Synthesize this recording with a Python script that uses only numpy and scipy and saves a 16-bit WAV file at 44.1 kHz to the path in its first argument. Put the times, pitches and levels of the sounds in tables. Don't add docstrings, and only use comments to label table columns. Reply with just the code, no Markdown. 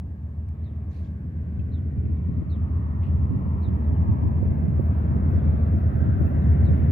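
import sys
import numpy as np
from scipy import signal
from scipy.fft import rfft, irfft, next_fast_len
from scipy.io import wavfile
from scipy.ndimage import uniform_filter1d, map_coordinates

SR = 44100
rng = np.random.default_rng(int(sys.argv[2]) if len(sys.argv) > 2 else 0)


def bounce(signal):
    frames = np.transpose(np.atleast_2d(signal))
    limited = np.clip(frames, -1, 1)
    pcm = np.round(limited * 32767).astype(np.int16)
    wavfile.write(sys.argv[1], SR, pcm)


def invert_db(x):
    u = np.asarray(x, float) / 20
    return 10 ** u


N = 304731


def unit(x):
    return x / np.sqrt(np.mean(x ** 2) + 1e-20)


def curves(rows, s=None):
    t, *cols = np.transpose(rows)
    at = np.arange(N) / SR if s is None else s
    return [np.interp(at, t, c) for c in cols]


def wobble(rate):
    coarse = np.arange(0, N + 32, 32)
    knots = rng.standard_normal(int(N * rate / SR) + 4)
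    return np.interp(np.arange(N), coarse, map_coordinates(knots, [coarse * rate / SR]))


def coloured(x, points):
    size = next_fast_len(N + 8192)
    hz, db = np.transpose(points)
    bins = np.log(np.fft.rfftfreq(size, 1 / SR) + 1)
    gain = invert_db(np.interp(bins, np.log(hz), db, -120, -120))
    return unit(irfft(rfft(x, size) * gain, size)[..., :N])


def panned(x, pan_db):
    return x * invert_db(np.array([pan_db / 2, -pan_db / 2]).reshape(2, -1))


def lay(out, start_s, sound):
    out[:, round(start_s * SR):][:, :sound.shape[1]] += sound


# hz, density_db
AIR_COLOUR = [(1500, -8.5), (2500, 11.5), (3300, 6), (4200, 4), (6000, -0.5), (9000, 0), (12000, -3),
              (15000, -0.4), (16500, -0.2)]


def still_air():
    return invert_db(-84 + 4.5) * coloured(rng.standard_normal((2, N)), AIR_COLOUR)


# time_s, level_db
WIND_LEVEL = [(0.1, -55.5), (0.5, -54), (0.9, -53.5), (1.3, -43.5), (1.7, -37.5), (2.1, -36), (2.5, -31),
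              (2.9, -36.5), (3.3, -27), (3.7, -34.5), (4.1, -22.5), (4.5, -25), (4.9, -32.5), (5.3, -27.5),
              (5.7, -34), (6.1, -25), (6.5, -32.5)]
# hz, density_db
WIND_COLOUR = [(15, -34), (33, -21), (50, -11.5), (70, -3.5), (100, -2.5), (170, -7.5), (280, -12.5),
               (400, -25), (800, -62)]
# time_s, level_db, port (0 left - 1 right)
EDDY_THUDS = [(1.597, -20, 0.069), (1.979, -23, 0.97), (2.064, -23.5, 0.81), (2.293, -19.5, .1),
              (2.383, -14, 0.32), (2.467, -26.5, 0), (3.232, -20, 0.24), (3.31, -24, 1), (3.356, -18.5, 1),
              (3.563, -23, 1), (3.685, -16, 0.8), (3.927, -23, .9), (4.03, -26, 0), (4.096, -10, 0.91),
              (4.237, -18.5, 0), (5.051, -25, 1), (5.384, -11, 0.91), (5.488, -21, 0.91), (5.777, -23.5, 0),
              (6.025, -17.5, 0.97), (6.09, -11.5, .25), (6.165, -15, 0.26), (6.502, -14, 0.28),
              (6.63, -15, 0.051), (6.715, -9.5, 0.76), (6.794, -11.5, 0.65), (6.835, -23.5, 0)]
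# time_s, level_db, pitch_hz, flutter_db over the slap, port (0-1)
EDDY_SLAPS = [(2.423, -20.5, 146, -24, 0.12), (3.09, -24, 126, -20.5, 0.95), (3.465, -24, 163, -14.5, 1),
              (4.429, -13, 106, -16.5, 0.92), (4.455, -23, 199, -31, 0.77), (4.639, -21, 170, -26, 0.85),
              (4.797, -16, 133, -10, 1), (5.166, -20, 191, -13, .75), (5.339, -20.5, 101, -12.5, 0.18),
              (5.549, -20, 151, -31, 1), (5.742, -20, 133, -19.5, .16), (6.215, -13, 146, -18.5, 0.12),
              (6.271, -17.5, 124, -19, 1), (6.69, -16, 177, -14, 0)]


def wind():
    lumps = invert_db(6.2 * np.array([wobble(10), wobble(15)]))
    rumble = unit(lumps * coloured(rng.standard_normal((2, N)), WIND_COLOUR))
    out = np.pad(invert_db(curves(WIND_LEVEL)[0] - 4.5) * rumble, ((0, 0), (0, SR)))
    t = np.arange(-2048, 2048) / SR

    def lump(hz, life_s):
        phase = rng.uniform(0, 2 * np.pi)
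        return np.cos(2 * np.pi * hz * t + phase) * np.exp(-(t / life_s) ** 2)

    thud_hz, thud_flutter_db = 106.4, -29
    eddies = [(s, db, thud_hz, thud_flutter_db, port) for s, db, port in EDDY_THUDS] + list(EDDY_SLAPS)
    for s, db, hz, flutter_db, port in eddies:
        thud = lump(.9 * hz, .012) + 0.37 * lump(2.1 * hz, .006)
        flutter = 2.0 * lump(330, 0.0046) + lump(520, 0.0036)
        right = np.clip(port, 0, 1)
        strike = np.outer([1 - right, right], thud + invert_db(flutter_db) * flutter)
        lay(out, s + t[0], invert_db(db + 2.0) * strike)
    return out[:, :N]


# share of its length, pitch_ratio, level_db, burr_depth (0-1)
CHIRP_SHAPE = [(0, .87, -10, 0), (.06, .97, -2, 0), (.16, 1.02, 0, 0), (.2, 1.09, -9, .2),
               (.23, .935, 0, .65), (.54, .865, -1, .5), (.64, .84, -8, .7), (.8, .75, -11, .8),
               (1, .67, -10, .6)]
# start_s, length_s, top_hz, level_db, left_minus_right_db
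NEAR_SPARROW = [
    (0.634, 0.08, 4170, -69, -1.5),
    (1.717, 0.085, 4100, -64.5, 0.5),
    (2.497, 0.074, 4200, -61, -4),
    (3.623, .08, 4160, -62, -0.5),
    (6.643, 0.075, 4200, -63, -1),
]
# start_s, length_s, from_hz, to_hz, level_db
LEFT_SLIDES = [(2.135, .012, 4200, 4550, -84), (2.145, .06, 4600, 2800, -81),
               (3.875, .03, 3300, 3250, -73.5), (3.94, 0.033, 3400, 2750, -69),
               (4.992, .025, 3400, 3300, -72), (5.33, .045, 5520, 5250, -80),
               (5.376, .016, 4900, 4750, -78), (5.445, .012, 4950, 4800, -82),
               (5.45, .025, 4250, 4000, -80), (5.663, .03, 5150, 5200, -80), (5.75, .02, 5300, 5250, -83.5),
               (5.812, .025, 5050, 5300, -82), (6.385, .025, 4700, 4400, -86),
               (6.408, .075, 4350, 2850, -73), (6.49, .1, 7500, 7750, -88.5),
               (6.648, .075, 8050, 8200, -78)]
# start_s, length_s, from_hz, to_hz, level_db
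AHEAD_SLIDES = [(2.232, .027, 3600, 2750, -77), (2.335, .015, 4100, 3800, -83),
                (3.82, .055, 4800, 3290, -78), (4.885, .02, 4050, 4250, -82),
                (4.925, .035, 3550, 2900, -76), (5.008, .025, 3000, 2650, -74),
                (5.262, .025, 4200, 4500, -80), (5.385, .025, 3600, 3100, -76),
                (6.258, .026, 2500, 2720, -61)]


def sparrow_chirp(length, hz):
    second_voice_hz = 268
    share, ratio, shape_db, burr = np.transpose(CHIRP_SHAPE)
    u = np.linspace(0, 1, round(length * SR))
    turns = np.cumsum(hz * np.interp(u, share, ratio) * (1 + 0.005 * wobble(400)[:len(u)])) / SR
    second = np.sin(2 * np.pi * (turns + second_voice_hz * u * length) + .8 * wobble(80)[:len(u)])
    voices = np.sin(2 * np.pi * turns) + np.interp(u, share, burr) * second
    level = invert_db(np.interp(u, share, shape_db) + 2.7 * u * wobble(160)[:len(u)])
    return voices * level * np.sin(np.pi * u) ** 0.068


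def bird_slide(length, from_hz, to_hz):
    u = np.linspace(0, 1, round(length * SR))
    hz = (from_hz + (to_hz - from_hz) * u ** .8) * (1 + .01 * wobble(300)[:len(u)])
    level = invert_db(3 * wobble(70)[:len(u)]) * np.sin(np.pi * u) ** .6
    return level * np.sin(2 * np.pi * np.cumsum(hz) / SR)


def birds():
    out = np.zeros((2, N + SR))
    for s, length, hz, db, pan_db in NEAR_SPARROW:
        lay(out, s, panned(invert_db(db) * sparrow_chirp(length, hz), pan_db))
    for slides, pan_db in [(LEFT_SLIDES, 8), (AHEAD_SLIDES, -2)]:
        for s, length, from_hz, to_hz, db in slides:
            lay(out, s, panned(invert_db(db) * bird_slide(length, from_hz, to_hz), pan_db))
    t = np.arange(SR // 4) / SR
    yard = rng.standard_normal((2, len(t))) * invert_db(-60 * t / 0.16)
    echoes = signal.fftconvolve(out, yard / np.linalg.norm(yard[0]), axes=1)[:, :N]
    return out[:, :N] + invert_db(-6.0) * echoes


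# start_s, t60_s, level_db, centre_hz, left_minus_right_db
GRIT_SCUFFS = [(.487, .012, -60, 2800, -1), (.487, .012, -66, 6500, -3), (.585, .02, -80, 5800, 3),
               (.905, 0.42, -64.5, 3980, -4), (.9, 0.45, -64, 2320, -9), (.9, .56, -77.5, 10200, -8.5),
               (.88, .6, -73.5, 6000, -6), (1.035, 0.14, -66.5, 3390, 0), (1.035, .14, -72.5, 5500, -1),
               (.52, 2.3, -71, 2000, 0), (1.595, .06, -70, 3400, 0), (2.055, 0.044, -65, 2500, 1.5),
               (3.018, .22, -55, 2470, 3), (3.024, .2, -81, 6500, 2), (3.022, 0.2, -66, 3700, -0.5)]


def grit():
    out, t = np.zeros((2, N + SR)), np.arange(SR // 2) / SR
    octaves = np.log2(np.fft.rfftfreq(len(t), 1 / SR) + 1)
    for s, t60, db, hz, pan_db in GRIT_SCUFFS:
        rise_s = min(.2 * t60 ** 1.4, .05)
        width_octaves = max(.38, (.02 / t60) ** 1.6)
        grains = invert_db(2.5 * np.repeat(rng.standard_normal(len(t) // 90), 90))
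        crackle = (rng.standard_normal(len(t)) + 1.2 * rng.standard_normal((2, len(t)))) * grains
        bell = np.exp(-((octaves - np.log2(hz)) / width_octaves) ** 2)
        band = unit(irfft(rfft(crackle) * bell, len(t)))
        envelope = invert_db(db - 60 * (t / t60) ** 1.38) * (1 - np.exp(-t / rise_s))
        lay(out, s, panned(envelope, pan_db) * band)
    return out[:, :N]


# start_s, level_db, pitch_hz, t60_s
STONE_TICKS = [(.488, -56, 2300, 0.013), (.93, -64, 3900, .02), (.947, -66, 4200, .015),
               (.965, -64, 4100, .02), (.985, -67, 4000, .012), (1.045, -64, 3300, .015),
               (1.068, -66, 3500, .015), (1.594, -52.5, 2600, 0.027), (1.609, -58.5, 2600, .02),
               (1.613, -60, 2200, .01), (2.054, -60, 2500, .02), (3.022, -57.5, 2690, .015),
               (3.028, -53, 2300, .015), (3.034, -53, 2700, .02), (3.045, -54, 2490, .018),
               (3.049, -54, 2100, .012), (3.066, -58, 2500, .015)]


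def ticks():
    out, t = np.zeros((2, N + SR)), np.arange(SR // 20) / SR
    crack_db, crack_t60_s, rise_s = -10, .006, .0004
    for s, db, hz, t60 in STONE_TICKS:
        tones = np.sin(2 * np.pi * hz * t) + 0.32 * np.sin(2 * np.pi * 1.2 * hz * t)
        ring = invert_db(-60 * t / t60) * tones
        noise = uniform_filter1d(rng.standard_normal((2, len(t))), size=6)
        crack = invert_db(crack_db - 60 * t / crack_t60_s) * noise
        lay(out, s, invert_db(db) * (ring + crack) * (1 - np.exp(-t / rise_s)))
    return out[:, :N]


# time_s, level_db under its closest
TRAIN_NEARNESS = [(0, -14), (.8, -11.5), (1.5, -7.5), (2.3, -7.5), (3.3, -5), (4.3, -3.5), (5.2, -2.5),
                  (6, -1.5), (6.91, 0.5)]


def nearness_db():
    return curves(TRAIN_NEARNESS)[0]


# hz, density_db
RAIL_COLOUR = [(8500, -41.5), (9500, -18.5), (10700, -13.5), (11900, -15.5), (12500, -6.5), (14500, -0.5),
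               (15300, -3), (16000, -4)]
# time_s, rise_db over the song, length_s
RAIL_JOINTS = [(2.766, 6, .02), (3.5, 4, .3), (4.33, 2, .2), (4.687, 3, .05), (4.819, 7, .1),
               (4.989, 5, .04), (5.289, 4.5, .05), (5.737, 4, .12), (5.97, 6, .06), (6.217, 7, .15),
               (6.798, 4, .2)]
# start_s, length_s, pitch_hz, level_db
RAIL_SQUEAKS = [
    (5.955, .06, 15000, -79),
    (5.973, .02, 13100, -87),
    (6.19, .05, 15500, -88),
    (6.246, .08, 14750, -77),
    (6.25, .035, 13700, -72),
    (6.63, .08, 14200, -87.5),
]


def rail():
    t = np.arange(N) / SR
    burst_db = 0
    for s, rise_db, length in RAIL_JOINTS:
        side_s = length * np.where(t < s, .35, 1)
        burst_db = burst_db + rise_db * np.exp(-((t - s) / side_s) ** 2)
    asleep_db = 4 * (1 - np.tanh((t - 2.4) / .8))
    db = -74 + 1.3 * nearness_db() - asleep_db + burst_db
    pan_db = -2.5 - .4 * burst_db
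    z = signal.stft(rng.standard_normal((2, N)), nperseg=256)[2]
    field = uniform_filter1d(uniform_filter1d(rng.standard_normal(z.shape[1:]), 3, 0), 12, 1)
    hiss = signal.istft(z * invert_db(1.8 * unit(field)), nperseg=256)[1][:, :N]
    out = panned(invert_db(db + .8 * wobble(25)), pan_db) * coloured(hiss, RAIL_COLOUR)
    for s, length, hz, squeak_db in RAIL_SQUEAKS:
        u = np.linspace(0, 1, round(length * SR))
        flutter = invert_db(squeak_db + 3.5 * wobble(90)[:len(u)])
        squeak = flutter * np.sin(np.pi * u) * np.sin(2 * np.pi * hz * u * length)
        lay(out, s, panned(squeak, -4.5))
    return out


# time_s, left_lead_samples, likeness below 400 Hz (0-1), likeness above (0-1)
PORT_PATHS = [(0, 11, 1, 0.55), (1.3, 11, 1, 0.6), (2, 11, .94, 0.46), (4.4, 17, .9, .7),
              (5.3, 19.7, 1, 0.63), (6.9, 24, .9, 0.6)]
# time_s, centre_hz, gain_db
GROUND_BOUNCE = [(0, 1441, -4.5), (2.2, 1666, -10.5), (3.2, 1570, -6.5), (4.3, 1424, -9), (5.1, 1411, 2.5),
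                 (6.9, 1423, 2.5)]


def arriving(patchy_db):
    hz, s, z = signal.stft(rng.standard_normal((2, N)), SR, nperseg=1024)
    hz = hz[:, None]
    lead, alike_low, alike_high = curves(PORT_PATHS, s)
    dip_hz, dip_db = curves(GROUND_BOUNCE, s)
    upper = 1 / (1 + (500 / (hz + 1)) ** 4)
    alike = alike_low * (1 - upper) + alike_high * upper / (1 + (hz / 2200) ** 2)
    alike = np.maximum(alike, .97 / (1 + (hz / 140) ** 4))
    turn = np.arccos(np.clip(alike, 0, 1)) / 2
    mid, side = z[0] * np.cos(turn), z[1] * np.sin(turn)
    shift = np.exp(1j * np.pi * hz * lead / SR)
    field = uniform_filter1d(uniform_filter1d(rng.standard_normal((3, *mid.shape)), 6, 1), 30, 2)
    bounce_db = dip_db * np.exp(-((hz - dip_hz) / 110) ** 2)
    gain_db = patchy_db * unit(field[0] + 0.42 * field[1:]) + bounce_db
    ports = invert_db(gain_db) * [(mid + side) * shift, (mid - side) / shift]
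    return signal.istft(ports, nperseg=1024)[1][:, :N]


# peak_s, half_width_s, level_db
BLOWER_SWELLS = [
    [(1.4, 0.5, -64), (6.02, 0.05, -59), (6.12, .04, -57), (6.2, 1.5, -74)],
    [(3.3, 1.3, -69.5), (6.05, .3, -68), (6.5, 1, -74.5)],
    [(5, .1, -78.5), (5.5, .22, -73.5), (6.1, .2, -76.5), (6.8, .2, -75), (.68, .15, -80)],
    [(5.35, .17, -60), (6.45, .2, -64)],
    [(5.35, .2, -58), (3.8, .3, -62)],
]
# centre_hz, half_width_hz
BLOWER_PITCHES = [(1580, 45), (1880, 40), (3400, 380), (1600, 200), (900, 130)]


def blower():
    out, t = np.zeros((2, N)), np.arange(N) / SR
    for swells, (hz, wide) in zip(BLOWER_SWELLS, BLOWER_PITCHES):
        level = sum(invert_db(db) * np.exp(-((t - s) / width) ** 2) for s, width, db in swells)
        band = [(hz - 5.3 * wide, -35), (hz - wide, -3), (hz, 0), (hz + wide, -3), (hz + 4.5 * wide, -35)]
        out += level * coloured(arriving(patchy_db=1.1), band)
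    return out


# hz, density_db
LOW_ROAR = [(200, -33), (350, -2), (480, -6), (620, -0.5), (800, -8.5), (1100, -45.5)]
MID_ROAR = [(600, -27), (850, 1), (1150, -0.5), (1350, -5.5), (1700, -26.5)]
HIGH_ROAR = [(1150, -23), (1550, 1.5), (1900, -4.5), (2500, -12.5), (3100, -21), (3600, -28.5),
             (4500, -33.5), (7000, -39.5), (11000, -53.5)]


def wheels():
    t, near_db = np.arange(N) / SR, nearness_db()

    def part(colour, patchy_db, closest_db, grows, clear_s, over_s, shadow_db):
        shadow = shadow_db * (1 - np.tanh((t - clear_s) / over_s)) / 2
        return invert_db(closest_db + grows * near_db - shadow) * coloured(arriving(patchy_db), colour)

    low = part(LOW_ROAR, 0.5, closest_db=-41, grows=0.35, clear_s=3.5, over_s=1.48, shadow_db=15)
    mid = part(MID_ROAR, 2.5, closest_db=-49.5, grows=-0.2, clear_s=2.5, over_s=0.89, shadow_db=19)
    high = part(HIGH_ROAR, 1.6, closest_db=-54.5, grows=1.15, clear_s=1.5, over_s=1.3, shadow_db=1.5)
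    return low + mid + high


def drone(lines, twinkle_db):
    t = np.arange(N) / SR
    half_lead = curves(PORT_PATHS)[0] / SR / 2
    at_ports = np.array([t + half_lead, t - half_lead])
    out = np.zeros((2, N))
    for hz, db in lines:
        flicker = np.sqrt(hz / 80)
        phase = rng.uniform(0, 2 * np.pi) + 0.052 * flicker * wobble(2.5)
        level = invert_db(db + twinkle_db * flicker * wobble(2.6))
        out += level * np.sin(2 * np.pi * hz * at_ports + phase)
    return out


# order of its cycle, level_db
LEAD_ORDERS = [(12, -37), (15, -26.5), (16, -42.5), (17, -35.5), (18, -38), (19, -39), (23, -37.5),
               (24, -51), (26, -51.5), (27, -47), (28, -48), (30, -49.5), (34, -49), (37, -46.5), (40, -54),
               (42, -46), (43, -51), (45, -50), (46, -61.5), (48, -56), (51, -58), (61, -62), (62, -64.5),
               (69, -68), (72, -73), (73, -65), (79, -63), (80, -66), (81, -63.5), (85, -70)]
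# order of its cycle, level_db
TRAIL_ORDERS = [(4, -59.5), (6, -56.5), (8, -32), (10, -43.5), (14, -54.5)]
# pitch_hz, level_db
FAN_TONES = [(52.3, -50), (75.58, -43), (98.73, -46), (120.95, -49), (137.45, -42)]
# hz, density_db
EXHAUST_RUMBLE = [(20, -30.5), (33, -25.5), (42, -17.5), (50, -9.5), (60, -7.5), (85, -3), (120, -2.5),
                  (200, -5.5), (260, -12), (350, -21.5), (500, -28.5), (900, -68)]
# time_s, level_db
TONE_WAVER = [(0, .5), (.77, 1.5), (1.02, -3), (1.46, -3), (2.12, 2.5), (2.31, -2.5), (2.52, 0.5),
              (3.25, 2.5), (3.37, -10.5), (3.5, 0.5), (4.23, 0.3), (4.5, -2.5), (4.64, 1.5), (5.06, -1.5),
              (5.37, 2.5), (6.29, -2), (6.46, 3), (6.91, -1.5)]


def diesels():
    near_db, waver_db = nearness_db(), curves(TONE_WAVER)[0]
    lead_cycle_hz, trail_cycle_hz = 5.1555, 10.669
    lead = [(k * lead_cycle_hz, db) for k, db in LEAD_ORDERS]
    trail = [(k * trail_cycle_hz, db) for k, db in TRAIL_ORDERS]
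    tones = drone(lead + trail + list(FAN_TONES), twinkle_db=-0.06)
    rumble_db = -23.5 + 1.456 * near_db - 0.42 * waver_db
    rumble = invert_db(rumble_db) * coloured(arriving(patchy_db=1.5), EXHAUST_RUMBLE)
    return invert_db(7.5 + near_db + waver_db) * tones + rumble


def scene():
    yard = still_air() + wind() + birds() + grit() + ticks()
    return yard + rail() + blower() + wheels() + diesels()


def band_limit(x):
    return signal.sosfilt(signal.butter(12, 16640, fs=SR, output="sos"), x)


def record(dry):
    size, top_hz = next_fast_len(N + SR), 15800
    held = dry / (1 + abs(dry / .5) ** 8) ** (1 / 8)
    passed = np.fft.rfftfreq(size, 1 / SR) < top_hz
    limited = irfft(rfft(held, size) * passed, size)[:, :N]
    return band_limit(limited)


dry = scene()
out = record(dry)
bounce(out)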